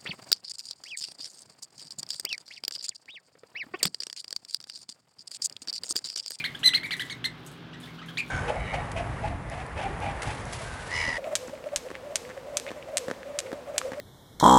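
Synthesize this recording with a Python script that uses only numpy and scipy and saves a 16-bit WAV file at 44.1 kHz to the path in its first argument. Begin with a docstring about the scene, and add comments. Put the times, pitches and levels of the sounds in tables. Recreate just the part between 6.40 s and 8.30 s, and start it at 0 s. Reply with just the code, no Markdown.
"""A small room with budgerigars in a wire cage, heard at one microphone.
Close by, a quick run of chirps, then soft warbles from farther back and a last chirp that rises clean and
turns rough: swept tones with an octave, overtones and rasp. Beaks and claws tick on seed and perches as
short noise bursts, feathers and husks rustle as grainy noise, and the room hums low behind them as wavering
sines over steady noise. Chirps, warbles and ticks reflect from near surfaces and leave a short diffuse tail."""
import sys
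import numpy as np
from scipy import signal
from scipy.fft import rfft, irfft, next_fast_len
from scipy.io import wavfile
from scipy.ndimage import map_coordinates

SR = 44100
rng = np.random.default_rng(int(sys.argv[2]) if len(sys.argv) > 2 else 0)


def to_wav(s):
    """Save 16-bit WAV."""
    ch = np.atleast_2d(s).T  # columns
    pcm = np.round(np.clip(ch, -1, 1) * 32767)  # PCM
    wavfile.write(sys.argv[1], SR, pcm.astype(np.int16))


N = 83790  # length in samples

# Notes of the near chirps (overlapping rows join into one chirp), levels before swell and filters:
# start_s, length_s, rise_s, fall_s, start_hz, mid_hz, end_hz,
# first_db, octave_db, overtone_db, slope_db (per harmonic), swell_db, rough (0-1)
NEAR_CHIRPS = [ (-.012, .024, 0.0084, 0.011, 1780, 2488, 2230, -29.5, -54, -57, 3, 0, 0.65),
               (0.0403, 0.026, .014, 0.014, 1320, 2156, 1660, -28, -26.5, -49, 2.8, 2.5, 0.35),
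               (0.1465, .012, 0.011, .002, 1360, 1734, 1700, -37.5, -33, -50.5, -0.5, 16, 0.07),
               (.2310, 0.064, 0.015, 0.0093, 1270, 2017, 1350, -25, -10, -28.5, 0.4, 21, 0.2),
               (0.3347, 0.033, 0.018, 0.01, 1158, 2090, 1930, -28, -16, -40, 1.9, 11.5, 0.28),
               (0.359, 0.025, 0.0067, 0.0106, 1898, 2162, 1420, -32, -35.5, -53, 3.5, 8, 0.55),
               (0.432, .032, 0.0076, 0.012, 1354, 2274, 1590, -32, -35, -54.5, 3, 2, 0.29),
               (0.507, 0.037, 0.014, 0.022, 1146, 2180, 1610, -30, -28, -46.5, 1.8, 4, 0.42),
               (0.5952, 0.031, .017, 0.01175, 1280, 1995, 1350, -32, -32, -46.5, 1.7, 1.5, 0.5),
               (0.6976, 0.034, 0.012, 0.013, 1455, 2218, 1590, -37, -32.5, -42.5, -3, 1.5, 0.14),
               (0.8417, 0.0224, 0.0053, 0.0079, 1110, 2034, 1560, -31, -23, -39, 1, 6, 0.32),
               (1.7716, 0.018, 0.011, 0.0036, 1515, 2334, 2310, -30, -23.5, -39, -9, 6, 0.17),
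               (1.781, 0.0282, 0.0084, 0.0088, 2300, 2595, 2090, -27.5, -41, -45.5, -0.5, -3, 0.68), ]
# Soft warbles farther back: start_s, length_s, start_hz, mid_hz, end_hz, first_db, octave_db
FAR_WARBLES = [ (1.33, .021, 1235, 1977, 1200, -50, -49.5), (1.430, 0.016, 1860, 1714, 1560, -51, -46.5),
               (1.472, 0.0127, 1580, 2215, 2380, -47.5, -63), (1.583, 0.0157, 1270, 1532, 1700, -45, -50.5),
               (1.615, 0.0135, 1223, 1270, 1400, -40.5, -59), (1.625, .012, 1420, 2125, 2300, -45, -50),
               (1.684, 0.012, 1390, 1720, 1650, -43.5, -45), ]
# Beak's filter on the octave: frequency_hz, gain_db
BEAK_FILTER = [(2500, 5.5), (3200, 5), (3700, -2.5), (4150, -1), (4550, -12.5), (5200, -14.5)]
# Throat's filter on the overtones: frequency_hz, gain_db
THROAT_FILTER = [(2500, -14), (3600, 6), (5000, 1), (6200, -6.5), (7200, -4), (8200, -5.5), (10000, -9),
                 (11200, -12.5), (12400, -15), (13600, -19), (15000, -28), (16000, -24)]
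# Spectrum of the rasp: frequency_hz, relative_db
RASP_COLOUR = [(300, -19), (1000, -9.5), (1700, -12), (3300, -1.5), (4400, 2.5), (5500, -15), (8200, -19.5),
               (12500, -27), (14000, -34), (16000, -52)]
# Beak and claw ticks: start_s, level_db (before decay), t60_s
CAGE_TICKS = [(.192, -43.5, .012), (.465, -44, 0.018), (.567, -37.5, 0.014), (.637, -57, 0.01),
              (.652, -44, 0.013), (.669, -63, .014), (1.05, -45, 0.0039), (1.063, -40.5, .022),
              (1.073, -60, 0.018), (1.1154, -44.5, .01), (1.4017, -49, 0.018), (1.428, -51, 0.018),
              (1.4495, -52, 0.008), (1.660, -50, 0.018), (1.752, -55, .012), (1.885, -52, 0.026)]
# Spectrum of a tick: frequency_hz, relative_db
TICK_SPECTRUM = [(500, -31), (2500, -17), (5000, -3), (7500, -0.5), (10000, 0), (14000, -10),
                 (16000, -15.5)]
# Rise and fall of feathers and husks: time_s, level_db
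RUSTLE_LEVEL = [(0, -53.5), (.5, -61), (.66, -52), (.8, -65), (1.042, -64.5), (1.075, -64), (1.142, -60),
                (1.252, -70), (1.37, -70), (1.44, -54.5), (1.58, -61.5), (1.65, -74), (1.69, -53.5),
                (1.739, -60), (1.9, -56.5)]
# Spectrum of the rustle: frequency_hz, relative_db
RUSTLE_SPECTRUM = [(1000, -44), (3500, -2), (6000, -17), (8000, -19), (13000, -22), (16000, -23)]
# Motor hum partials, before waver and drift: frequency_hz, level_db
HUM_PARTIALS = [(64, -66.5), (123.8, -59), (166, -54), (246.5, -57), (296, -62)]
# Slow drift of the hum: time_s, gain_db
HUM_DRIFT = [(0, -2.5), (.2, 3.5), (.6, 0), (.85, 6.5), (1.12, -3.5), (1.35, 6.5), (1.6, 4), (1.9, 6)]
# Spectrum of the steady room noise: frequency_hz, relative_db
ROOM_NOISE_COLOUR = [(15, -87), (25, -66), (49, -18), (96, -16), (110, -8), (161, -2.5), (189, -10),
                     (229, -11.5), (372, -12), (528, -19.5), (1600, -18.5), (1880, -24), (3400, -23.5),
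                     (6150, -41.5), (15800, -89)]
# Reflections from near surfaces: delay_s, gain_db
NEAR_SURFACES = [(.0017, -21), (.0031, -13.5), (.0052, -25), (.0074, -13), (.0098, -23), (0.0129, -26),
                 (0.0174, -26)]
# Decay time of the diffuse tail: frequency_hz, t60_s
TAIL_T60 = [(300, 0.12), (2000, 0.23), (4000, 0.15), (8000, 0.15), (15000, 0.06)]
# Spectrum of the diffuse tail, added to its wet level: frequency_hz, gain_db
TAIL_COLOUR = [(300, -35), (2100, 9.5), (4000, 1.5), (8000, 6), (15000, 4.5)]

# Flutter of a fully rough note; rates are random knots per second
JITTER, JITTER_RATE = 0.066, 901  # share of the pitch
SHIMMER_DB, SHIMMER_RATE = 4, 370
OVERTONE_BLUR_RAD, BLUR_RATE = 0.9, 900
RASP_DB = -10  # against the tone, for a fully rough note
TREMOR_HZ, TREMOR_PEAK_S = 57.7, 0.014  # rate, time of first crest
TREMOR_PITCH, TREMOR_SWELL = 0.012, 0.1  # shares of the pitch and of the swell
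ATTACK_S, RELEASE_S = 0.0012, 0.003
SWELL_UP, SWELL_DOWN = 0.45, 0.22  # shares of a note's length
OVERTONE_DB_PER_OCTAVE = 3.5  # overtones grow as the pitch climbs
WARBLE_RISE, WARBLE_FALL = 0.737, 0.36  # shares of a warble's length
WARBLE_OVERTONE_DB, WARBLE_SLOPE_DB, WARBLE_SWELL_DB, WARBLE_ROUGH = -59, -4, 2, 0.2
CHIRP_WET_DB, WARBLE_WET_DB, TICK_WET_DB = -14.5, -8, -4  # diffuse tail, before its colour
TAIL_DELAY_S = 0.005
TICK_ATTACK_S = 0.0009
RUSTLE_GRAIN_DB, RUSTLE_GRAIN_RATE = 2.5, 250
WAVER_DB, WAVER_RAD, WAVER_RATE = 2, 0.99, 7  # hum's random level and phase
ROOM_NOISE_DB = -47
TOP_HZ = 15900


def chirps():
    """The near birds' loud chatter, each note sounding in the room."""
    out = np.zeros(N)
    for start_s, *voice in NEAR_CHIRPS:
        add(out, start_s, in_room(note(*voice), CHIRP_WET_DB))
    return out


def note(length, rise, fall, start_hz, mid_hz, end_hz,
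         first_db, octave_db, overtone_db, slope_db, swell_db, rough):
    """The syrinx bends its pitch in and out with a tremor; throat and beak filter the swelling tone."""
    size = int(length * SR)
    t = np.arange(size) / SR
    bend_in = np.clip(1 - t / rise, 0, 1) ** 2
    bend_out = np.clip(1 - (length - t) / fall, 0, 1) ** 2
    pitch = mid_hz - (mid_hz - start_hz) * bend_in - (mid_hz - end_hz) * bend_out
    tremor = np.cos(2 * np.pi * TREMOR_HZ * (t - TREMOR_PEAK_S))
    jitter = JITTER * rough * wobble(JITTER_RATE, size)
    phase = 2 * np.pi * np.cumsum(pitch * (1 + TREMOR_PITCH * tremor + jitter)) / SR

    u = t / length
    quiet_start = np.clip(1 - u / SWELL_UP, 0, 1)
    quiet_end = np.clip(1 - (1 - u) / SWELL_DOWN, 0, 1) ** 2
    swell = swell_db * (TREMOR_SWELL * tremor - quiet_start - quiet_end)

    def shimmer():
        """Random level flutter, drawn afresh for each harmonic."""
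        return amp(SHIMMER_DB * rough * wobble(SHIMMER_RATE, size))

    first = amp(first_db + swell / 2)  # the fundamental swells half as far in dB
    octave = amp(octave_db + swell + along(BEAK_FILTER, 2 * pitch))
    tone = first * shimmer() * np.sin(phase) + octave * shimmer() * np.sin(2 * phase)

    overtones = np.zeros(size)
    for k in range(3, 9):
        blur = OVERTONE_BLUR_RAD * rough * wobble(BLUR_RATE, size)
        overtones += amp((k - 3) * slope_db) * shimmer() * np.sin(k * (phase + blur))
    bright = amp(overtone_db + swell + OVERTONE_DB_PER_OCTAVE * np.log2(pitch / mid_hz))
    tone += filtered(bright * overtones, lambda hz: amp(along(THROAT_FILTER, hz)))

    rasp = rough * amp(RASP_DB) * np.hypot(first, octave) * noise(RASP_COLOUR, SR // 8)[:size]
    fade = np.clip(t / ATTACK_S, 0, 1) * np.clip((length - t) / RELEASE_S, 0, 1)
    return (tone + rasp) * fade


def warbles():
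    """Small quiet notes from birds farther back, with more room around them."""
    out = np.zeros(N)
    for start_s, length, *voice in FAR_WARBLES:
        call = note(length, WARBLE_RISE * length, WARBLE_FALL * length, *voice,
                    WARBLE_OVERTONE_DB, WARBLE_SLOPE_DB, WARBLE_SWELL_DB, WARBLE_ROUGH)
        add(out, start_s, in_room(call, WARBLE_WET_DB))
    return out


def ticks():
    """Beaks and claws strike seed and perches: bursts of coloured noise that die exponentially."""
    out = np.zeros(N)
    t = np.arange(SR // 20) / SR
    for start_s, level_db, t60 in CAGE_TICKS:
        decay = np.exp(-np.log(1000) * t / t60)
        crack = noise(TICK_SPECTRUM, len(t)) * decay * np.clip(t / TICK_ATTACK_S, 0, 1)
        add(out, start_s, in_room(amp(level_db) * crack, TICK_WET_DB))
    return out


def rustle():
    """Feathers and seed husks brush: coloured noise with a random grain in its level."""
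    level_db = np.interp(np.arange(N) / SR, *np.transpose(RUSTLE_LEVEL))
    grain = amp(RUSTLE_GRAIN_DB * wobble(RUSTLE_GRAIN_RATE, N))
    return amp(level_db) * unit(noise(RUSTLE_SPECTRUM, N) * grain)


def motor_hum():
    """Low steady partials, each wavering in level and phase, under one slow drift."""
    t = np.arange(N) / SR
    hum = np.zeros(N)
    for hz, level_db in HUM_PARTIALS:
        level = amp(level_db + WAVER_DB * wobble(WAVER_RATE, N))
        phase = 2 * np.pi * (hz * t + rng.random()) + WAVER_RAD * wobble(WAVER_RATE, N)
        hum += level * np.sin(phase)
    return amp(np.interp(t, *np.transpose(HUM_DRIFT))) * hum


def room_noise():
    """Steady coloured noise of the room."""
    return amp(ROOM_NOISE_DB) * noise(ROOM_NOISE_COLOUR, N)


def in_room(x, wet_db):
    """A short sound with reflections from near surfaces and a diffuse tail decaying by frequency."""
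    hz, t, z = signal.stft(rng.standard_normal(SR // 2), SR, nperseg=256)
    decay = amp(-60 * t / along(TAIL_T60, hz)[:, None])
    tail = unit(signal.istft(z * decay, SR)[1])
    tail = tail / np.sqrt(len(tail))  # total energy 1
    tail = filtered(tail, lambda f: amp(wet_db + along(TAIL_COLOUR, f)))
    answer = np.pad(tail, (int(TAIL_DELAY_S * SR), 0))
    answer[0] += 1  # direct sound
    for delay_s, gain_db in NEAR_SURFACES:
        answer[int(delay_s * SR)] += amp(gain_db)
    return signal.fftconvolve(x, answer)


def amp(db):
    """Decibels to gain."""
    return 10 ** (np.asarray(db) / 20)


def unit(x):
    """Scale to rms 1."""
    return x / np.sqrt(np.mean(x ** 2) + 1e-20)


def along(points, hz):
    """Read (frequency_hz, value) points on a log frequency axis."""
    f, v = np.transpose(points)
    return np.interp(np.log(hz + 1), np.log(f + 1), v)


def wobble(rate, size):
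    """A smooth random curve with rate knots a second."""
    return map_coordinates(rng.standard_normal(4096), [np.arange(size) * rate / SR], mode="wrap")


def filtered(x, response):
    """Filter x by a gain that depends on frequency."""
    m = next_fast_len(len(x) + 8192)
    spectrum = rfft(x, m) * response(np.fft.rfftfreq(m, 1 / SR))
    return irfft(spectrum, m)[:len(x)]


def noise(colour, size):
    """Coloured noise of rms 1."""
    return unit(filtered(rng.standard_normal(size), lambda hz: amp(along(colour, hz))))


def add(track, start_s, sound):
    """Mix a sound into the track, cutting what falls outside it."""
    at = round(start_s * SR)
    part = sound[max(-at, 0):max(N - at, 0)]
    track[max(at, 0):][:len(part)] += part


def scene():
    """Birds, cage and room at one microphone."""
    birds = chirps() + warbles()
    cage = ticks() + rustle()
    background = motor_hum() + room_noise()
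    return (birds + cage + background)[None]


def record(dry):
    """The recorder keeps nothing above its band limit."""
    return np.array([filtered(x, lambda hz: hz < TOP_HZ) for x in dry])


dry = scene()
out = record(dry)
to_wav(out)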